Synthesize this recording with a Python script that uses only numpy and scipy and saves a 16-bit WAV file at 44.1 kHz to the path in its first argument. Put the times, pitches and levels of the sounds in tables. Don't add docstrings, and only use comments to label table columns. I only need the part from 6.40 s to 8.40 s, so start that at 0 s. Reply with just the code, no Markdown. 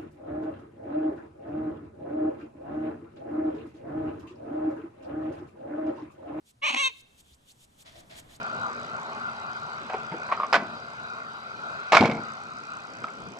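import sys
import numpy as np
from scipy import signal
from scipy.fft import rfft, irfft
from scipy.io import wavfile

SR = 44100
rng = np.random.default_rng(int(sys.argv[2]) if len(sys.argv) > 2 else 0)


def pcm_store(signal):
    levels = np.round(np.clip(np.atleast_2d(signal), -1, 1) * 32767)
    wavfile.write(sys.argv[1], SR, levels.astype(np.int16).T)


N = 88200
TIME_S = np.arange(N) / SR
BIN_HZ = np.fft.rfftfreq(N, 1 / SR)

# freq_hz, likeness (-1 to 1)
PORT_LIKENESS = [(60, 1), (250, 0.81), (700, -0.53), (2000, -0.33), (4000, 0.057), (7000, 1),
                 (10000, -0.15), (12500, -0.89)]

# freq_hz, relative_db
HISS_SPECTRUM = [(50, 7.5), (400, 3), (1000, -12), (2200, -7.5), (3300, -1.5), (5000, -5.5), (7500, -7),
                 (12000, -4), (14000, -28)]
HISS_DB = -74

# time_s, level_db
RUMBLE_LEVEL_CURVE = [(0, -71), (.7, -64.5), (1.0, -66.5), (1.35, -64.5), (1.58, -56), (1.68, -57.5),
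                      (1.8, -55), (2, -57)]
# freq_hz, relative_db
RUMBLE_SPECTRUM = [(20, -5.5), (45, -17.5), (70, 0), (95, -7.5), (125, -3.5), (165, -6.5), (220, -8),
                   (400, -13), (800, -13), (2000, -21.5), (8000, -51.5)]
# start_s, pitch_hz, level_db
CUSHION_BUMPS = [(.155, 121.1, -61), (0.743, 65, -62.5), (0.913, 66.6, -57), (1.564, 340, -59),
                 (1.741, 71.7, -54)]
BUMP_PEAK_S = 0.017

# start_s, length_s, level_db, hollow_db (re cloth)
CLOTH_SCUFFS = [(1.447, 0.048, -53, -10), (1.512, 0.052, -65, -2), (1.545, 0.069, -60.5, 4.5),
                (1.693, .095, -51.5, -6.5), (1.884, 0.071, -60.5, -6)]
# freq_hz, relative_db
SCUFF_SPECTRUM = [(100, -20.5), (300, -14), (480, -14), (750, 1), (1400, -4), (1900, 1), (2800, -3.5),
                  (3350, 0.5), (4000, -2.5), (6000, -10.5), (9000, -18), (13000, -19)]
# time_s, level_db
CLAW_TICKS = [(1.467, -47), (1.714, -43.5)]
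SCUFF_RISE_S, SCUFF_FALL_S, TICK_S = .011, .028, 0.0012
GRAINS_PER_S, GRAIN_SHARE = 1100, .5
LUMP_RMS_DB, LUMP_HZ = 0.5, 69.6
HOLLOW_HZ, HOLLOW_POLE_WIDTH_HZ = 660, 114

# end_s, swell_s, level_db, lead_in_db (re swell), zip_db (re rub)
PAW_STROKES = [(.112, 0.056, -57.5, -45.5, -13), (0.613, 0.051, -56.5, -2, -6.5),
               (0.811, 0.033, -55.5, -8, -14), (0.95, 0.1, -60.5, -4, -6), (1.121, 0.045, -55, -11, -5.5),
               (1.25, .055, -55.5, -6, -14), (1.427, 0.04, -52, -11, -11.5), (1.609, 0.036, -54.5, -4, -8),
               (1.801, 0.035, -45.5, -13, -18), (1.967, 0.061, -54, -4, -6.5)]
# freq_hz, relative_db
RUB_SPECTRUM = [(200, -10), (1000, -31.5), (2300, -5), (3500, -0.5), (5000, -6), (7000, -2), (8500, -2.5),
                (10300, -6.5), (12000, 2), (14000, -1)]
LEAD_IN_S, STOP_S = 0.17, 0.0045
ZIP_FROM_HZ, ZIP_TO_HZ, ZIP_S, ZIP_POLE_WIDTH_HZ = 3300, 7970, 0.0083, 900

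# freq_hz, t60_s
ROOM_DECAY = [(150, 0.23), (1000, 0.52), (2700, 0.65), (5000, 0.74), (10000, 0.27)]
TAIL_DB, TAIL_RISE_S = -23.5, 0.0047
EARLY_DB, EARLY_START_S, EARLY_20DB_S = -13, .002, .04

# freq_hz, balance_db
PORT_BALANCE_DB = [(200, -3), (500, 5), (800, 21.5), (1100, 11.5), (1550, 3.5), (1900, -8), (2600, -1.5),
                   (3100, -1), (6000, 0)]
# freq_hz, lead_rad
PORT_LEAD_RAD = [(150, 0), (340, 1.3), (860, 2.5), (1460, 4), (2000, 5), (2700, 5.5), (3790, 4.5),
                 (4650, 8.5), (5600, 7), (7500, 5), (10200, 5), (11300, 4), (12500, 2.5)]

# centre_s, pitch_hz, level_db, length_s
RELEASE_HUM = (.503, 445, -58, .02)

# time_s, level_db
GROWL_LEVEL = [(.22, -65.5), (.25, -62.5), (.295, -62), (.308, -43), (.322, -60.5), (.335, -43),
               (.362, -39), (.38, -59.5), (.41, -58.5), (.45, -60), (.5, -78)]
# pitch_hz, relative_db
BEATING_TONES = [(236, -0.5), (295, -1)]
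GROWL_WANDER, GROWL_WANDER_HZ = 0.057, 60

# time_s, pitch_hz
CALL_PITCH = [(.215, 565), (.229, 553.3), (.243, 596.7), (.257, 616.2), (.265, 573), (.272, 509.2),
              (.278, 500.4), (.285, 597.4), (.292, 618), (.297, 452.8), (.305, 545), (.313, 607.7),
              (.33, 517.9), (.36, 519.5), (.373, 550.7), (.387, 529), (.397, 568), (.418, 553),
              (.438, 522.5), (.454, 531.6), (.482, 524.5), (.495, 473)]
# time_s, level_db
CALL_EFFORT = [(.216, -59.5), (.224, -35), (.238, -25.5), (.255, -25), (.27, -25), (.295, -25.5),
               (.312, -28), (.319, -36), (.329, -29), (.337, -34.5), (.348, -24), (.353, -40.5),
               (.358, -30), (.372, -26), (.425, -25.5), (.46, -22.5), (.48, -26.5), (.488, -41.5),
               (.505, -52)]
# time_s, roughness (0-1), period_doubling (0-1)
FOLD_STATE = [(.22, 0.25, 0), (.25, 0.3, 0.37), (.275, 0.29, 0), (.29, .25, 0), (.315, 0.6, 0.5),
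              (.33, 0.94, .55), (.355, 0.9, 0.65), (.372, 0.3, 0.1), (.4, 0.06, 0.02), (.44, 0, 0),
              (.49, .07, 0)]
# time_s, throat_resonance_scale
MOUTH_SCALE = [(.22, 0.92), (.27, .92), (.3, 0.99), (.4, 0.941), (.45, 0.97), (.49, 0.94)]
# time_s, slope_db_per_octave
BRIGHT_SLOPE = [(.22, -16.5), (.245, -5.5), (.275, -1.5), (.35, 0), (.39, 0.5), (.45, 1.5), (.49, -1.5)]
BRIGHT_HZ = 2800
# time_s, gain_db
UPPER_GAIN = [(.22, 0), (.3, -6), (.35, -6), (.39, 4.5), (.425, -15.5), (.448, 15), (.48, 3)]
UPPER_HZ, UPPER_HALF_WIDTH_HZ = 3510, 220
# time_s, gain_db
LOWS_GAIN = [(.22, -1.5), (.3, 0), (.345, 5.5), (.38, -2), (.42, -2), (.45, -5.5), (.48, 1.5)]
LOWS_HZ = 900
# freq_hz, relative_db
THROAT_SPECTRUM = [(150, -60.5), (430, -37), (580, -18.5), (800, -10.5), (1100, -6.5), (1300, -7.5),
                   (1550, -15), (1800, -19), (2200, -7.5), (2650, 2.5), (3150, -6), (3750, -6.5),
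                   (4300, -11.5), (4600, -21.5), (4850, -18.5), (5150, -28.5), (5600, -33), (6000, -23),
                   (6400, -12.5), (7000, -25), (8300, -23), (9200, -39.5), (9800, -32.5), (11200, -33.5),
                   (12500, -43)]
# centre_hz, half_width_hz
RINGING_POLES = [(1100, 260), (2350, 320), (2750, 300), (3650, 420), (6200, 400)]
JITTER, SHIMMER, FLUTTER_HZ = .045, .3, 200
BREATH = .45
SCATTER_CYCLES, ROUGH_SCATTER_CYCLES, SCATTER_HZ = .0045, .03, 300

EDGE_HZ = 12600


def amp(db):
    return 10 ** (np.asarray(db) / 20)


def unit(x):
    return x / np.sqrt(np.mean(x ** 2) + 1e-20)


def curve(rows):
    time_s, *columns = np.transpose(rows)
    return np.squeeze([np.interp(TIME_S, time_s, column) for column in columns])


def read(points, hz):
    freq_hz, value = np.transpose(points)
    return np.interp(np.log(hz + 1), np.log(freq_hz), value)


def colour(x, points):
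    gain = amp(read(points, BIN_HZ))
    return irfft(rfft(x) * unit(gain), N)


def wander(rate_hz):
    spectrum = rfft(rng.standard_normal(N))
    return unit(irfft(spectrum / (1 + (BIN_HZ / rate_hz) ** 4), N))


def spread(pair):
    a, b = rfft(pair)
    likeness = np.clip(read(PORT_LIKENESS, BIN_HZ), -1, 1)
    mid = a * np.sqrt((1 + likeness) / 2)
    side = b * np.sqrt((1 - likeness) / 2)
    return irfft(np.array([mid + side, mid - side]), N)


def noise():
    return spread(rng.standard_normal((2, N)))


def resonate(x, hz, pole_width_hz):
    turn = np.exp(2j * np.pi * np.cumsum(hz) / SR)
    r = np.exp(-np.pi * pole_width_hz / SR)
    smooth = signal.lfilter([(1 - r) ** 2], [1, -2 * r, r * r], x / turn)
    return (turn * smooth).real


def hiss():
    return amp(HISS_DB) * colour(noise(), HISS_SPECTRUM)


def cushion():
    out = unit(colour(noise(), RUMBLE_SPECTRUM)) * amp(curve(RUMBLE_LEVEL_CURVE))
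    for start_s, pitch_hz, level_db in CUSHION_BUMPS:
        t = np.maximum(TIME_S - start_s, 0)
        envelope = t / BUMP_PEAK_S * np.exp(1 - t / BUMP_PEAK_S)
        out = out + amp(level_db) * envelope * np.sin(2 * np.pi * pitch_hz * t)
    return out


def scuffs():
    lumps = amp(LUMP_RMS_DB * wander(LUMP_HZ))
    hits = rng.random((2, N)) < GRAINS_PER_S / SR
    grains = unit(spread(rng.standard_normal((2, N)) * hits))
    rub = unit(GRAIN_SHARE * grains + (1 - GRAIN_SHARE) * noise())
    cloth = colour(rub, SCUFF_SPECTRUM)
    hollow = unit(resonate(rub, np.full(N, HOLLOW_HZ), HOLLOW_POLE_WIDTH_HZ))
    ticks = sum(amp(level_db) * np.exp(-abs(TIME_S - time_s) / TICK_S) for time_s, level_db in CLAW_TICKS)
    out = colour(noise(), SCUFF_SPECTRUM) * ticks
    for start_s, length_s, level_db, hollow_db in CLOTH_SCUFFS:
        rise = np.clip((TIME_S - start_s) / SCUFF_RISE_S, 0, 1)
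        fall = np.exp(-np.maximum(TIME_S - start_s - length_s, 0) / SCUFF_FALL_S)
        out = out + amp(level_db) * rise * fall * lumps * (cloth + amp(hollow_db) * hollow)
    return out


def strokes():
    rub = colour(noise(), RUB_SPECTRUM)
    out = np.zeros((2, N))
    to_end_s = np.min([np.where(TIME_S < row[0] + .03, np.maximum(row[0] - TIME_S, 0), 1)
                       for row in PAW_STROKES], 0)
    zip_hz = ZIP_FROM_HZ + (ZIP_TO_HZ - ZIP_FROM_HZ) * np.exp(-to_end_s / ZIP_S)
    weave = unit(resonate(noise(), zip_hz, ZIP_POLE_WIDTH_HZ))
    for end_s, swell_s, level_db, lead_in_db, zip_db in PAW_STROKES:
        before_s = np.maximum(end_s - TIME_S, 0)
        after_s = np.maximum(TIME_S - end_s, 0)
        swell = np.exp(-(before_s / swell_s) ** 4)
        lead_in = amp(lead_in_db) * np.exp(-(before_s / LEAD_IN_S) ** 4)
        shape = (swell + lead_in) / (1 + amp(lead_in_db)) * np.exp(-after_s / STOP_S)
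        out += amp(level_db) * shape * (rub + amp(zip_db) * weave)
    return out


def room(x):
    hz, t, bands = signal.stft(rng.standard_normal((2, SR)), SR, nperseg=256)
    decay = amp(-60 * t / read(ROOM_DECAY, hz)[:, None])
    tail = signal.istft(bands * decay, SR, nperseg=256)[1][:, :SR]
    t = TIME_S[:SR]
    tail = tail * np.minimum(t / TAIL_RISE_S, 1)
    early = rng.standard_normal((2, SR)) * amp(-20 * t / EARLY_20DB_S) * (t > EARLY_START_S)
    echo = amp(TAIL_DB) * tail / np.linalg.norm(tail) + amp(EARLY_DB) * early / np.linalg.norm(early)
    echo = np.sqrt(2) * echo
    return signal.fftconvolve(x[None], echo, axes=1)[:, :N]


def ports(x):
    half = amp(read(PORT_BALANCE_DB, BIN_HZ) / 2)
    lead = np.exp(1j * read(PORT_LEAD_RAD, BIN_HZ))
    return irfft(rfft(x) * np.array([half, lead.conj() / half]), N)


def release():
    centre_s, pitch_hz, level_db, length_s = RELEASE_HUM
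    envelope = np.exp(-((TIME_S - centre_s) / length_s) ** 2)
    return amp(level_db) * envelope * np.sin(2 * np.pi * pitch_hz * TIME_S)


def growl():
    tones = np.zeros(N)
    for pitch_hz, relative_db in BEATING_TONES:
        unsteady_hz = pitch_hz * (1 + GROWL_WANDER * wander(GROWL_WANDER_HZ))
        tones += amp(relative_db) * np.sin(2 * np.pi * np.cumsum(unsteady_hz) / SR)
    on = (TIME_S > GROWL_LEVEL[0][0]) & (TIME_S < GROWL_LEVEL[-1][0])
    return unit(tones) * amp(curve(GROWL_LEVEL)) * on


def squeal():
    rough, doubling = np.clip(curve(FOLD_STATE), 0, 1)
    pitch_hz, mouth, slope_db = map(curve, (CALL_PITCH, MOUTH_SCALE, BRIGHT_SLOPE))
    upper_db, lows_db = map(curve, (UPPER_GAIN, LOWS_GAIN))
    cycles = np.cumsum(pitch_hz * (1 + JITTER * rough * wander(FLUTTER_HZ))) / SR
    cycles = cycles + (SCATTER_CYCLES + ROUGH_SCATTER_CYCLES * rough) * wander(SCATTER_HZ)
    on = (TIME_S > CALL_EFFORT[0][0]) & (TIME_S < CALL_EFFORT[-1][0])
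    voice = np.zeros(N)
    power = np.full(N, 1e-12)
    for k in np.arange(2, 43) / 2:
        hz = k * pitch_hz[on]
        octaves_up = np.log2(np.maximum(hz / BRIGHT_HZ, 1))
        gain = amp(read(THROAT_SPECTRUM, hz / mouth[on]) + slope_db[on] * octaves_up)
        gain = gain * amp(upper_db[on] * np.exp(-((hz - UPPER_HZ) / UPPER_HALF_WIDTH_HZ) ** 2))
        gain = gain * amp(lows_db[on] / (1 + (hz / LOWS_HZ) ** 8))
        gain = gain * (doubling[on] if k % 1 else 1)
        lag_rad = sum(2 * np.arctan((hz - centre_hz * mouth[on]) / half_width_hz)
                      for centre_hz, half_width_hz in RINGING_POLES)
        voice[on] += gain * np.cos(2 * np.pi * k * cycles[on] - lag_rad + np.pi * (k % 1))
        power[on] += gain ** 2 / 2
    voice *= (1 + SHIMMER * rough * wander(FLUTTER_HZ)) / np.sqrt(power)
    puff_shape = 0.097 + np.exp(-(cycles % 1) / 0.37)
    puffs = unit(colour(rng.standard_normal(N) * puff_shape, THROAT_SPECTRUM))
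    mix = voice + BREATH * rough * puffs
    mix = mix / np.sqrt(1 + (SHIMMER ** 2 + BREATH ** 2) * rough ** 2)
    return mix * amp(curve(CALL_EFFORT)) * on


def scene():
    background = hiss() + cushion() + scuffs() + strokes()
    call = release() + growl() + squeal()
    return background + spread(room(call)) + ports(call)


def record(dry):
    low_pass = signal.firwin(255, EDGE_HZ, window=("kaiser", 8), fs=SR)
    return signal.oaconvolve(dry, low_pass[None], "same")


dry = scene()
out = record(dry)
pcm_store(out)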